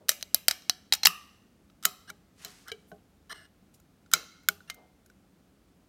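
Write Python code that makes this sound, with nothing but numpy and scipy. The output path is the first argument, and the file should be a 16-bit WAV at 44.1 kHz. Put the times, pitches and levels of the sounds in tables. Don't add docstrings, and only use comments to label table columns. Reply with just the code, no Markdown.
import sys
import numpy as np
from scipy import signal
from scipy.fft import rfft, irfft, next_fast_len
from scipy.io import wavfile
from scipy.ndimage import uniform_filter1d

SR = 44100
rng = np.random.default_rng(int(sys.argv[2]) if len(sys.argv) > 2 else 0)


def transcribe(signal):
    frames = np.atleast_2d(signal).T
    limited = np.clip(frames, -1, 1)
    pcm = np.round(limited * 32767).astype(np.int16)
    wavfile.write(sys.argv[1], SR, pcm)


N = 259308
T = np.arange(SR // 2) / SR

# start in seconds, relative level in dB, tearing time
# in ms, sharpness in dB, best excited ring in Hz, room send in dB relative to the blow.
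SNAP_EVENTS = [ (.092, -14.5, 1.7, 8, 4500, -16), (0.2267, -31, 0.61, -2.5, 4200, -36.5),
               (.3451, -14, 0.91, 9, 7680, -22.5), (0.4825, -13, 1.9, 2.5, 4950, -19),
               (0.5109, -23, 1.22, 1, 5400, -19), (.6959, -17, 1.6, -4.5, 5200, -23.5),
               (.9238, -15, 1.6, -17, 4970, -24), (0.9352, -20, 3.5, 0.5, 5580, -20),
               (1.033, -22, 3.9, -13.5, 4350, -23.5), (1.0519, -18, 7.4, 5.5, 7280, -34),
               (1.0559, -9.5, 2.06, -10.5, 5200, -31.5), (1.0688, -15, 2.5, 11.5, 13100, -15.5),
               (1.8525, -15, 2.2, 7.5, 7220, -18), (2.1007, -38, 3.1, -1.5, 2000, -36.5),
               (2.448, -36.5, 1.65, -2, 5220, -11), (2.6823, -41, 1.55, 1, 5000, -16),
               (4.136, -12, 2, -1.5, 4100, -17), (4.487, -15, 0.92, 10.5, 3580, -26)]
# start in seconds, relative level in dB,
# sharpness in dB.
TICK_EVENTS = [(0.085, -33.5, -2.5), (0.099, -31.5, 7.5), (0.1161, -34.5, -1), (.2102, -49, -7),
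               (0.621, -56, -12), (0.9496, -33.5, 1.5), (1.699, -62.5, -15.5), (1.827, -47.5, -2.5),
               (1.8358, -43.5, 2), (3.8, -62, 10.5), (4.061, -62.5, -12), (4.115, -43.5, 3),
               (4.4336, -66, 5.5), (4.605, -52.5, -34), (4.7436, -54, 21), (5.061, -60, 16),
               (5.0995, -57.5, -7.5)]
# pitch in Hz, level in dB, t60 in seconds.
HELD_LID_MODES = [(2300, -10, 0.0071), (2830, -5.5, 0.0062), (3310, -8.5, 0.012), (3790, -4, 0.03),
                  (4190, -1.5, 0.023), (4520, -4.5, 0.027), (4560, 2.5, 0.012), (4911, 1, 0.013),
                  (5640, 0.5, 0.01), (5900, -1.5, 0.016), (6207, -0.5, 0.01), (7093, -6, 0.02),
                  (8800, -9, 0.013), (10670, -6.5, 0.02), (14150, -5.5, .014)]
# pitch in Hz, level in dB, t60 in seconds.
OPEN_LID_MODES = [(2274, -5, 0.027), (3150, -7, 0.0064), (3174, -5, 0.016), (3714, -0.5, 0.0018),
                  (4000, 1.5, 0.027), (4126, -7, .014), (5060, -6, 0.022), (5250, -3, 0.0063),
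                  (6600, -6.5, 0.0059), (6750, -5, 0.029), (7800, -7, 0.023), (11900, -9, .014),
                  (14200, 0, .016)]
# time in seconds, pitch in Hz, level in dB before the effect of sharpness.
FREE_DRUM_PATH = [(1.07, 1265, -20), (1.85, 1321, -4.5), (2.1, 1410, 1), (2.45, 1326, -17), (2.68, 1420, 8),
                  (4.14, 1390, -3), (4.49, 1460, 2.5), (5.1, 1496, 2.5)]
# frequency in Hz, relative level in dB per Hz.
CRACK_SPECTRUM = [(100, -31), (350, -24), (600, -13.5), (950, -12.5), (1350, 1.5), (2400, 0), (3200, 0),
                  (6000, 3.5), (8500, -3), (11000, -3.5), (13800, -2), (16000, -14)]
# pitch in Hz, level in dB, t60 in seconds.
FLAP_MODES = [(1246, -6, 0.024), (1890, 0, .01), (2800, 6.5, 0.013), (3849, -10, 0.022), (5200, -6, 0.027)]
# mean pitch in Hz, mean level in dB, t60 in seconds.
HEADSPACE_MODES = [(1178, -3.5, 0.56), (1218, -1, 0.35), (1194, 1.5, .2), (2560, -8, .5), (2690, -8, 0.35),
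                   (2730, -9, 0.34), (2900, -12, .45), (5392, -13, 0.45)]
# pitch in Hz, level in dB, t60 in seconds.
BODY_MODES = [(314.1, -10, .12), (412, -1.5, 0.14), (505.5, -1.5, 0.053), (657, 5.5, .06), (788, -4, 0.16)]
# start in seconds, tab ring in dB, tab bending pitch
# in Hz, bending level in dB, lasting ring in dB, knock level in dB, knock pitch in Hz, click level in dB.
TAP_EVENTS = [(2.7172, -34.5, 2295, -39, -67, -37.5, 456.5, -43),
              (2.9166, -62.5, 1513, -49, -81, -43, 693, -64),
              (4.6993, -42, 2104, -38.5, -52, -56, 724, -34.5)]
# pitch in Hz, level in dB, t60 in seconds.
TAB_MODES = [(1605, 8, 0.059), (2930, 9.5, 0.06), (3136, 13.5, 0.038), (3816, 9.5, 0.028),
             (3970, 17, 0.018), (4860, -2, 0.055), (5770, -19, 0.049), (5910, -13, 0.038)]
# start in seconds, bump on the table in dB, headspace modes in dB.
JOLT_EVENTS = [(1.853, -41.5, -57.5), (2.101, -55, -66), (2.449, -49, -80), (2.918, -43.5, -70),
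               (4.137, -43, -48), (4.487, -43, -54)]
# start in seconds, length in seconds,
# level in dB, growth over its length in dB.
CREAK_EVENTS = [(1.844, 0.0084, -37.5, 15), (2.073, 0.029, -49, 10), (2.673, 0.031, -48.5, 5),
                (3.294, 0.038, -41.5, 10), (3.341, .125, -56, -11.5), (4.124, .017, -39.5, 21),
                (4.674, .023, -58.5, 0)]
# pitch in Hz, level in dB, t60 in seconds.
CREAK_MODES = [(1310, 4, 0.01614), (1709, 2, 0.03), (2130, -4, 0.025), (2910, -2, 0.032),
               (4170, -1.5, 0.014), (5100, -3, 0.013), (5685, -0.5, .008), (8500, 4.5, 0.021),
               (14000, -4, 0.0074)]
# peak in seconds, fade time constant in seconds,
# level in dB, centre in Hz, width in Hz of each of two filter passes.
SWELL_EVENTS = [(.02, 0.042, -59, 480, 308), (2.451, 0.15, -55, 4920, 7870), (2.441, 0.12, -56, 1600, 2646),
                (2.673, .03, -53, 1367, 401), (2.89, 0.043, -68.5, 12130, 8000),
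                (3.745, 0.014, -60, 7900, 11440), (4.165, .043, -51.5, 451, 331),
                (4.785, .065, -57.5, 582, 416)]
# frequency in Hz, relative level in dB per Hz.
ROOM_SPECTRUM = [(100, -7.5), (400, 9), (900, 7.5), (1500, 0), (3000, 1), (5500, -3.5), (9000, -5),
                 (16000, -5.5)]
# frequency in Hz, relative level in dB per Hz.
FLOOR_SPECTRUM = [(15, -33.5), (25, -7.5), (92, -3.5), (120, -10.5), (195, -1), (223, -7), (263, -5.5),
                  (354, -11.5), (516, -17), (840, -20.5), (911, -24.5), (1370, -23), (1520, -25.5),
                  (1700, -27), (16000, -38.5)]

TICK_MS, TICK_RING_HZ, TICK_ROOM_DB = 3.7, 3986, -20.5
SNAP_RING_DB, TICK_RING_DB = -2, -12.5
RING_DB_PER_SHARP_DB, DRUM_DB_PER_SHARP_DB = -0.52, -.5
OPENED_S = 1.06
DRUM_START_HZ, DRUM_RISE_HZ_PER_S, HELD_DRUM_DB = 556.8, 261, -19
ROOM_BURST_MS = 5
HOLE_DB = -2
CREAK_RASP_DB = -7.5
CREAK_TREBLE_DB = -12
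CREAK_BODY_DB = -17
SWELL_RISE_SHARE = .38
HANDLING_ROOM_DB = -19
ECHO_S = .0108
FLOOR_DB = -62.5
TOP_HZ = 16300


def undb(db):
    return 10 ** (np.asarray(db) / 20)


def unit(x):
    return x / np.sqrt(np.mean(x ** 2))


def blow(x, db):
    return x * undb(db) * np.sqrt(.005 * SR / np.sum(x ** 2))


def add(out, s, x):
    i = int(s * SR)
    out[i:i + len(x)] += x[:len(out) - i]


def colour(x, points, treble_db=0):
    size = next_fast_len(len(x) + 4096)
    size += size % 2
    f = np.arange(size // 2 + 1) * SR / size + 1
    hz, db = np.transpose(points)
    gain_db = np.interp(np.log(f), np.log(hz), db) + treble_db / (1 + (7000 / f) ** 4)
    cepstrum = irfft(np.log(undb(gain_db)))
    cepstrum[1:size // 2] *= 2
    cepstrum[size // 2 + 1:] = 0
    response = np.exp(rfft(cepstrum))
    return irfft(rfft(x, size) * response)[:len(x)]


def ring(modes, scatter=0):
    detune = 1 + scatter * rng.standard_normal(len(modes))
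    out = np.zeros(len(T))
    for k, (hz, db, t60) in enumerate(modes):
        decay = undb(db - 60 * T / t60)
        out += (-1) ** k * decay * np.sin(2 * np.pi * hz * detune[k] * T)
    return out


def snaps():
    direct, to_room = np.zeros(N), np.zeros(N)
    blows = [(*row, SNAP_RING_DB) for row in SNAP_EVENTS]
    for s, db, sharp_db in TICK_EVENTS:
        blows.append((s, db, TICK_MS, sharp_db, TICK_RING_HZ, TICK_ROOM_DB, TICK_RING_DB))
    for s, db, ms, sharp_db, best_hz, room_db, ring_db in blows:
        near, far = lid_blow(s, ms, sharp_db, best_hz, ring_db)
        add(direct, s, near * undb(db))
        add(to_room, s, far * undb(db + room_db))
    return direct, to_room


def lid_blow(s, ms, sharp_db, best_hz, ring_db):
    if s < OPENED_S:
        lid, drum_db = HELD_LID_MODES, HELD_DRUM_DB
        drum_hz = DRUM_START_HZ + DRUM_RISE_HZ_PER_S * s
    else:
        times, pitches, levels = np.transpose(FREE_DRUM_PATH)
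        lid, drum_db = OPEN_LID_MODES, np.interp(s, times, levels)
        drum_hz = np.interp(s, times, pitches)
    placed = [(hz, mode_db - 7 * abs(np.log2(hz / best_hz)), t60) for hz, mode_db, t60 in lid]
    modes = ring(placed, scatter=.012)
    swing = ring([(drum_hz, 0, .017)]) * (1 - np.exp(-T / 0.0019))
    drum = blow(swing, drum_db + DRUM_DB_PER_SHARP_DB * sharp_db)

    def driven(force, lid_db):
        sheet = signal.fftconvolve(force, modes)[:len(T)]
        sheet = blow(sheet, ring_db + RING_DB_PER_SHARP_DB * sharp_db)
        crack = blow(colour(force, CRACK_SPECTRUM, sharp_db), 0.36)
        return crack + undb(lid_db) * (sheet + drum)

    near = blow(driven(tear(ms), 0), 1.13)
    far = blow(driven(tear(ROOM_BURST_MS), -3.5), 2.7)
    return near, far


def tear(ms):
    age = T * 1000 / ms
    fade = np.exp(-age ** 1.3) + 0.096 * np.exp(-age / 3)
    return rng.standard_normal(len(T)) * fade


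def flap_pop(s=1.0708, flap_db=-14, headspace_db=-28, hole_db=-42, body_db=-46):
    out = np.zeros(N)
    flap = ring(FLAP_MODES) * (1 - np.exp(-T / 0.00053))
    add(out, s, blow(flap, flap_db))
    add(out, s, headspace(headspace_db) + hole_tone(hole_db) + blow(ring(BODY_MODES), body_db))
    return out


def headspace(db, wobble=0.049):
    out = np.zeros(len(T))
    for hz, mode_db, t60 in HEADSPACE_MODES:
        tremble = unit(uniform_filter1d(rng.standard_normal(len(T)), size=300))
        flutter = unit(uniform_filter1d(rng.standard_normal(len(T)), size=300))
        phase = 2 * np.pi * np.cumsum(hz * (1 + wobble * tremble)) / SR
        out += undb(mode_db + 2 * flutter - 60 * T / t60) * np.sin(phase)
    fade = np.cos(np.pi / 2 * (T / T[-1]) ** 2)
    return blow(out * fade, db)


def hole_tone(db):
    tone = ring([(174.5, 0, 0.092)], scatter=0.027)
    return blow(tone * (1 - np.exp(-T / 0.01)), db)


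def can_air():
    out = np.zeros(N)
    for s, bump_db, modes_db in JOLT_EVENTS:
        body = ring(BODY_MODES, scatter=0.037) * (1 - np.exp(-T / 0.01))
        add(out, s, headspace(modes_db) + hole_tone(bump_db + HOLE_DB) + blow(body, bump_db))
    return out


def taps():
    out = np.zeros(N)
    for s, tab_db, bend_hz, bend_db, lasting_db, knock_db, knock_hz, click_db in TAP_EVENTS:
        tab = blow(ring(TAB_MODES), tab_db)
        bend = blow(ring([(bend_hz, 0, .05)]), bend_db)
        lasting = blow(ring([(bend_hz, 0, .45)]), lasting_db)
        knock_modes = [(knock_hz, 0, .07), (0.883 * knock_hz, -5, .09), (1.56 * knock_hz, -11, .04)]
        knock = blow(ring(knock_modes), knock_db)
        click = blow(colour(tear(4.8), CRACK_SPECTRUM, treble_db=-5), click_db)
        add(out, s, tab + bend + lasting + knock + click)
    return out


def creaks():
    out = np.zeros(N)
    for s, length, db, growth_db in CREAK_EVENTS:
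        slips = rng.standard_normal(len(T)) * undb(3.0 * rng.exponential(size=len(T)))
        grip = np.clip(np.minimum(T, length - T) / 0.0023, 0, 1)
        force = slips * grip * undb(growth_db * np.minimum(T / length, 1))
        metal = signal.fftconvolve(force, ring(CREAK_MODES, scatter=0.029))[:len(T)]
        rasp = colour(force, CRACK_SPECTRUM)
        creak = unit(metal) + undb(CREAK_RASP_DB) * unit(rasp)
        creak = colour(creak, [(200, 0), (1000, 0)], CREAK_TREBLE_DB)
        body = signal.fftconvolve(force, ring(BODY_MODES))[:len(T)]
        creak = unit(creak) + undb(CREAK_BODY_DB) * unit(body)
        add(out, s, unit(creak) * undb(db) * np.sqrt(length / T[-1]))
    return out


def noise_swells():
    out, t = np.zeros(N), np.arange(N) / SR
    for s, fade, db, hz, width_hz in SWELL_EVENTS:
        b, a = signal.iirpeak(hz, hz / width_hz, fs=SR)
        band = signal.lfilter(b, a, rng.standard_normal(N))
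        band = signal.lfilter(b, a, band)
        grain = undb(1.5 * unit(uniform_filter1d(rng.standard_normal(N), size=200)))
        rise = ((s - t) / (SWELL_RISE_SHARE * fade)) ** 2
        swell = np.exp(-np.where(t < s, rise, (t - s) / fade))
        out += unit(band * grain) * swell * undb(db)
    return out


def room(x, early_t60=0.16, late_t60=.8, late_db=-13, echo_db=-8):
    t = np.arange(SR) / SR
    low_pass = signal.butter(2, 7500, fs=SR, output="sos")
    high_pass = signal.butter(2, 7500, "high", fs=SR, output="sos")
    low = signal.sosfilt(low_pass, rng.standard_normal(SR))
    high = signal.sosfilt(high_pass, rng.standard_normal(SR))
    decay = undb(-60 * t / early_t60) + undb(late_db - 60 * t / late_t60)
    tail = (low + high * undb(-35 * t)) * decay
    tail = colour(tail * (1 - np.exp(-t / 0.0017)), ROOM_SPECTRUM)
    tail = unit(tail) / np.sqrt(SR)
    tail[int(ECHO_S * SR)] += undb(echo_db)
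    return signal.fftconvolve(x, tail)[:N]


def background():
    return unit(colour(rng.standard_normal(N), FLOOR_SPECTRUM)) * undb(FLOOR_DB)


def scene():
    direct, to_room = snaps()
    can = flap_pop() + taps() + can_air() + creaks() + noise_swells()
    reverberation = room(to_room + undb(HANDLING_ROOM_DB) * can)
    return (direct + can + reverberation + background())[None]


def record(dry):
    x = signal.sosfilt(signal.butter(8, 41, "high", fs=SR, output="sos"), dry)
    x = x / (1 + (x / .85) ** 4) ** .25
    return signal.sosfilt(signal.ellip(8, .2, 70, TOP_HZ, fs=SR, output="sos"), x)


dry = scene()
out = record(dry)
transcribe(out)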